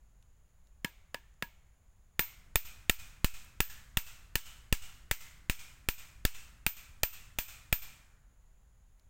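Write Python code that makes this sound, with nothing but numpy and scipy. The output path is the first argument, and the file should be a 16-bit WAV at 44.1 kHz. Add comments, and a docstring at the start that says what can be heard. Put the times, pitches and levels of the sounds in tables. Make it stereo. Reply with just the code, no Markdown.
"""Hiss over low rumble, with a few dry ticks; then the flat of a machete drives a thin stake into forest soil.
Three light taps come first, then sixteen full blows; the rumble is stronger while the arm swings.
Each blow cracks in the wood (noise bursts through resonances), thumps the ground (one pressure pull) and
rings the blade (decaying sines); leaves and trunks scatter it back as decaying bands of noise.
Strong bass peaks duck the recorder's gain for a moment, so the forest's answer swells when it recovers."""
import sys
import numpy as np
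from scipy import signal
from scipy.fft import rfft, irfft
from scipy.io import wavfile
from scipy.ndimage import uniform_filter1d, minimum_filter1d

SR = 44100
rng = np.random.default_rng(int(sys.argv[2]) if len(sys.argv) > 2 else 0)


def store_wav(level_fs):
    """Save 16-bit WAV to argv[1]."""
    pcm = np.round(np.clip(np.atleast_2d(level_fs), -1, 1) * 32767)
    wavfile.write(sys.argv[1], SR, pcm.T.astype(np.int16))


N = 400869

# Blows. Each row: start in seconds, force of the swing in dB, level of the direct wood crack in dB
# re what the force gives, sinking of the stake in dB, ring of the blade in dB, pitch of the struck spot in Hz.
BLOW_ROWS = [(0.8462, -14, 2.5, -38, -28, 2200), (1.1441, -18, .5, -41, -39, 1780),
             (1.424, -16, 1.5, -42, -27, 2200), (2.1934, -4.5, -2, -19, -3, 2140),
             (2.5567, 0, 4.5, -3.5, 1, 2460), (2.8964, 0, 5, -4, -7, 2460), (3.2448, 0, -.5, 0, -10, 2530),
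             (3.6036, 0, 2.5, -4, 0, 1720), (3.971, 0, 2, -5, -4, 2655), (4.3551, 0, .5, -7.5, -10, 2980),
             (4.726, .5, -.5, -.5, -13, 2850), (5.1119, 0, -.5, -6.5, -8, 2090),
             (5.497, .5, -5.5, -4, -10, 2380), (5.8868, -.5, -1, -6, -4, 2430),
             (6.251, .5, 1, -1, -11, 2640), (6.6647, -.5, 1, -9, 1, 2420), (7.0331, 0, 1.5, -8, 1.5, 2637),
             (7.3865, 1, -7, -11.5, -1, 2460), (7.7266, .5, .5, -3.5, 3, 2400)]
# Where thud, knock, crack and snap of the wood sit, in Hz.
WOOD_COLOUR_HZ = [350, 1350, 3000, 7500]
# Thud, knock, crack and snap; a harder swing is brighter.
# Each row: level at full force in dB, slope in dB per dB of force.
WOOD_RULE = [(11, .4), (14.8, 1.05), (16.3, 1.08), (8.6, 1.55)]


def from_db(db):
    """Decibels to amplitude gain."""
    return 10 ** (np.asarray(db) / 20)


def unit_energy(x):
    """Scale to the energy of a click of height 1."""
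    return x / np.sqrt(np.sum(x ** 2) + 1e-20)


def at_hz(hz, points_hz, values):
    """Interpolate values along a log-frequency axis."""
    return np.interp(np.log(hz), np.log(points_hz), values)


def follow(rule, control_db):
    """Levels in dB that each follow one control with a slope of their own."""
    full_db, slope = np.transpose(rule)
    return full_db + slope * control_db


def butter(x, hz, kind, order=2):
    """Causal Butterworth filter."""
    sos = signal.butter(order, hz, kind, fs=SR, output="sos")
    return signal.sosfilt(sos, x)


def resonate(x, hz, width_hz):
    """One two-pole resonance with gain 1 on top."""
    r = np.exp(-np.pi * width_hz / SR)
    zeros = np.array([1, 0, -1]) * (1 - r * r) / 2
    poles = [1, -2 * r * np.cos(2 * np.pi * hz / SR), r * r]
    return signal.lfilter(zeros, poles, x)


def narrow_noise(count, hz, width_hz):
    """A blurred tone of rms 1: noise through the same resonance twice."""
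    once = resonate(rng.standard_normal(count), hz, width_hz)
    blur = resonate(once, hz, width_hz)
    return blur / blur.std()


def fade(t, t60_s):
    """Exponential decay, 60 dB down after t60_s."""
    return np.exp(-np.log(1000) * t / t60_s)


def add(track, start_s, sound):
    """Mix a sound into the track, cut at the track's end."""
    at = int(start_s * SR)
    track[at:at + len(sound)] += sound[:len(track) - at]


def background(rumble_hz=70):
    """Still air and microphone hiss as shaped noise; low rumble of air stirred by the swinging arm."""
    # Each row: frequency in Hz, level in dB re white noise of rms 1.
    floor_points = [(20, -36), (48, -34), (80, -45), (170, -56), (280, -68), (700, -67), (1800, -72),
                    (4000, -80), (5700, -83), (6900, -67), (8300, -86), (10000, -75), (11500, -85),
                    (15500, -80)]
    # Each row: time in seconds, rms of the rumble in dB.
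    stirred_points = [(1.9, -75), (2.5, -58), (7.9, -59.5), (8.5, -76.5)]
    hz = np.maximum(np.fft.rfftfreq(N, 1 / SR), 1)
    floor_gain = from_db(at_hz(hz, *np.transpose(floor_points)))
    still = irfft(rfft(rng.standard_normal(N)) * floor_gain, N)
    rumble = butter(rng.standard_normal(N), rumble_hz, "low")
    rumble_db = np.interp(np.arange(N) / SR, *np.transpose(stirred_points))
    return still + from_db(rumble_db) * rumble / rumble.std()


def crush(t, rise_s=0.00013, t60_s=0.012):
    """Fibres give way in tiny fractures: a noise burst a few milliseconds long, of unit energy."""
    envelope = (1 - np.exp(-t / rise_s)) * fade(t, t60_s) + 1e-18
    return unit_energy(rng.standard_normal(len(t)) * envelope)


def litter(width_hz=4500):
    """Faint snaps, as of dry leaves: short bursts through one broad resonance."""
    # Each row: start in seconds, level of the burst ahead of the resonance in dB, resonance in Hz.
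    tick_rows = [(0.226, -40.5, 3430), (0.671, -43, 3880), (1.34, -48, 6000), (3.447, -31, 14400),
                 (8.996, -40.5, 5000)]
    t, out = np.arange(SR // 20) / SR, np.zeros(N)
    for start_s, db, hz in tick_rows:
        tick = resonate(crush(t, t60_s=0.014), hz, width_hz)
        add(out, start_s, from_db(db) * tick)
    return out


def stake(t, colour_db, spot_hz, spot_width_hz=170, spot_db=4.5):
    """The contact rings the stake's modes, damped by hand and soil, and one set by the spot struck."""
    # Each row: frequency in Hz, width in Hz, level re the wood's colour in dB.
    stake_modes = [(160, 110, 3), (420, 420, -7), (680, 160, -9.5), (900, 200, -5.5), (1332, 87, -0.5),
                   (1807, 150, 4), (2580, 240, 1), (2750, 150, -1.5), (3330, 490, -1.5), (4740, 940, -5.5),
                   (6930, 520, -1.5), (8130, 410, 3), (10400, 1400, -9), (15300, 1400, 3.5)]
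    out = 0
    for hz, width_hz, db in stake_modes + [(spot_hz, spot_width_hz, spot_db)]:
        # a wider mode takes up more of the contact's energy
        share = np.sqrt(np.pi * width_hz / SR)
        level = from_db(db + at_hz(hz, WOOD_COLOUR_HZ, colour_db)) * share
        out = out + level * unit_energy(resonate(crush(t), hz, width_hz))
    return out


def blade(t, ring_db, detune_hz=8, shimmer_db=-11, shimmer_width_hz=130, shimmer_t60_ratio=1.5):
    """Thin steel rings on; the grip shifts its modes, and their reflections blur into a longer shimmer."""
    # Each row: frequency in Hz, level re the ring level in dB, t60 in seconds.
    blade_modes = [(947, -3, .1), (1674, 2, .09), (12065, -7, .19), (13682, -3, .2), (15045, -3, .14)]
    # Where the low, high and top ring levels sit, in Hz.
    ring_points_hz = [6000, 12060, 13680]
    out = 0
    for hz, db, t60_s in blade_modes:
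        shifted_hz = hz + detune_hz * rng.standard_normal()
        tone = fade(t, t60_s) * np.sin(2 * np.pi * shifted_hz * t)
        blur = narrow_noise(len(t), hz, shimmer_width_hz)
        shimmer = from_db(shimmer_db) * fade(t, t60_s * shimmer_t60_ratio) * blur
        out = out + from_db(db + at_hz(hz, ring_points_hz, ring_db)) * (tone + shimmer)
    return out


def thump(t, rise_s, t60_s=0.055, low_cut_hz=3):
    """The stake sinks: one pull of pressure and a slow swing back."""
    pull = -(1 - np.exp(-t / rise_s)) * fade(t, t60_s)
    return butter(pull, low_cut_hz, "high", order=1)


def woody_echo(t, spot_hz, spot_db=-52, body_hz=1350, body_db=-61.5, width_hz=260, t60_s=0.77):
    """The stake's strongest tones stand out of the forest's answer as fading narrow noise."""
    spot = from_db(spot_db) * narrow_noise(len(t), spot_hz, width_hz)
    body = from_db(body_db) * narrow_noise(len(t), body_hz, width_hz / 2)
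    return (spot + body) * fade(t, t60_s)


def hammering(thump_db=-6, sink_rise_s=.00025, drag_s_per_db=.0001):
    """Every blow sounds in wood, steel and ground; a stake that sinks less starts more slowly."""
    # Low, high and top ring. Each row: level when ringing freely in dB, slope in dB per dB of ring.
    steel_rule = [(-38, .1), (-20.5, 1.36), (-25.5, .92)]
    t, out = np.arange(2 * SR // 3) / SR, np.zeros(N)
    for start_s, force_db, crack_db, sink_db, ring_db, spot_hz in BLOW_ROWS:
        wood = stake(t, follow(WOOD_RULE, force_db) + crack_db, spot_hz)
        echo = from_db(force_db) * woody_echo(t, spot_hz)
        steel = blade(t, follow(steel_rule, ring_db))
        rise_s = sink_rise_s + drag_s_per_db * abs(sink_db)
        ground = from_db(sink_db + thump_db) * thump(t, rise_s)
        add(out, start_s, wood + echo + steel + ground)
    return out


def linger(energy, rise_s, t60_s):
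    """Spread each parcel of energy over a quick rise and an exponential decay."""
    # energy is amplitude squared and decays twice as fast, hence 2 / SR
    for r in (np.exp(-1 / (rise_s * SR)), fade(2 / SR, t60_s)):
        energy = signal.lfilter([1 - r], [1, -r], energy + 1e-18)
    return energy


def forest(send_db=-2.3, leaves_rise_s=.001, leaves_t60_s=0.14, trunks_rise_s=0.0044):
    """Countless paths overlap into a smooth wash of noise: quick from near leaves, long from trunks."""
    # Each row: frequency in Hz, near leaves in dB and far trunks in dB re the blow sent,
    # t60 of the trunks in seconds.
    return_rows = [(250, -14, -31, 0.27), (544, -20.5, -26, 1.15), (1080, -16.5, -22, 1.2),
                   (1350, -13, -21, 1.4), (1900, -13.5, -21.5, 1.21), (2400, -7, -15.5, 0.66),
                   (3300, -14, -17.5, 0.69), (4600, -10.5, -20.5, 0.76), (6200, -7.5, -13.5, 0.65),
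                   (7900, -5, -11.5, 0.66), (8900, -9.5, -29, 0.97), (12500, -13, -20.5, 0.69),
                   (15300, -10, -17.5, .58)]
    starts = [int(start_s * SR) for start_s, *_ in BLOW_ROWS]
    # the answer follows the force of the swing, wherever the blade lands
    colours_db = [follow(WOOD_RULE, force_db) + send_db for _, force_db, *_ in BLOW_ROWS]
    points_hz, *columns = np.transpose(return_rows)
    edges_hz = np.geomspace(200, 17000, 27)
    # two noises take turns, so neighbouring bands differ
    white, out = rng.standard_normal((2, N)), 0
    for k, (low_hz, high_hz) in enumerate(zip(edges_hz, edges_hz[1:])):
        hz = np.sqrt(low_hz * high_hz)
        near_db, far_db, t60_s = [at_hz(hz, points_hz, c) for c in columns]
        energy = np.zeros(N)
        energy[starts] = from_db([at_hz(hz, WOOD_COLOUR_HZ, c) for c in colours_db]) ** 2
        near = from_db(near_db) ** 2 * linger(energy, leaves_rise_s, leaves_t60_s)
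        far = from_db(far_db) ** 2 * linger(energy, trunks_rise_s, t60_s)
        out = out + np.sqrt(near + far) * butter(white[k % 2], [low_hz, high_hz], "band")
    return out


def scene():
    """One microphone, the same in both channels."""
    mono = background() + litter() + hammering() + forest()
    return np.array([mono, mono])


def gain_control(x, sense_hz=150, threshold_db=-28, most_db=8.5, hold_s=.093, release_s=.002):
    """A strong bass peak turns the gain down at once; it is held there, then let go."""
    level_db = 20 * np.log10(np.abs(butter(x, sense_hz, "low")) + 1e-9)
    duck_db = np.clip(2 * (level_db - threshold_db), 0, most_db)
    # only a fresh rise starts the hold
    rise_db = duck_db * (duck_db > np.roll(duck_db, 1))
    hold = int(hold_s * SR) | 1
    # running maximum over the past hold
    held_db = -minimum_filter1d(-rise_db, hold, origin=hold // 2)
    keep = np.exp(-1 / (release_s * SR))
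    released_db = signal.lfilter([1 - keep], [1, -keep], held_db)
    held_db = np.maximum(held_db, released_db)
    # act 2 ms ahead of the peak, glide over 1 ms
    ahead, glide = int(.002 * SR), int(.001 * SR)
    return x * from_db(-uniform_filter1d(np.roll(held_db, -ahead), glide))


def record(dry, cutoff_hz=16000):
    """Gain control, then a steep elliptic low-pass cuts the top."""
    ducked = np.array([gain_control(channel) for channel in dry])
    low_pass = signal.ellip(10, .1, 70, cutoff_hz, fs=SR, output="sos")
    return signal.sosfilt(low_pass, ducked)


dry = scene()
out = record(dry)
store_wav(out)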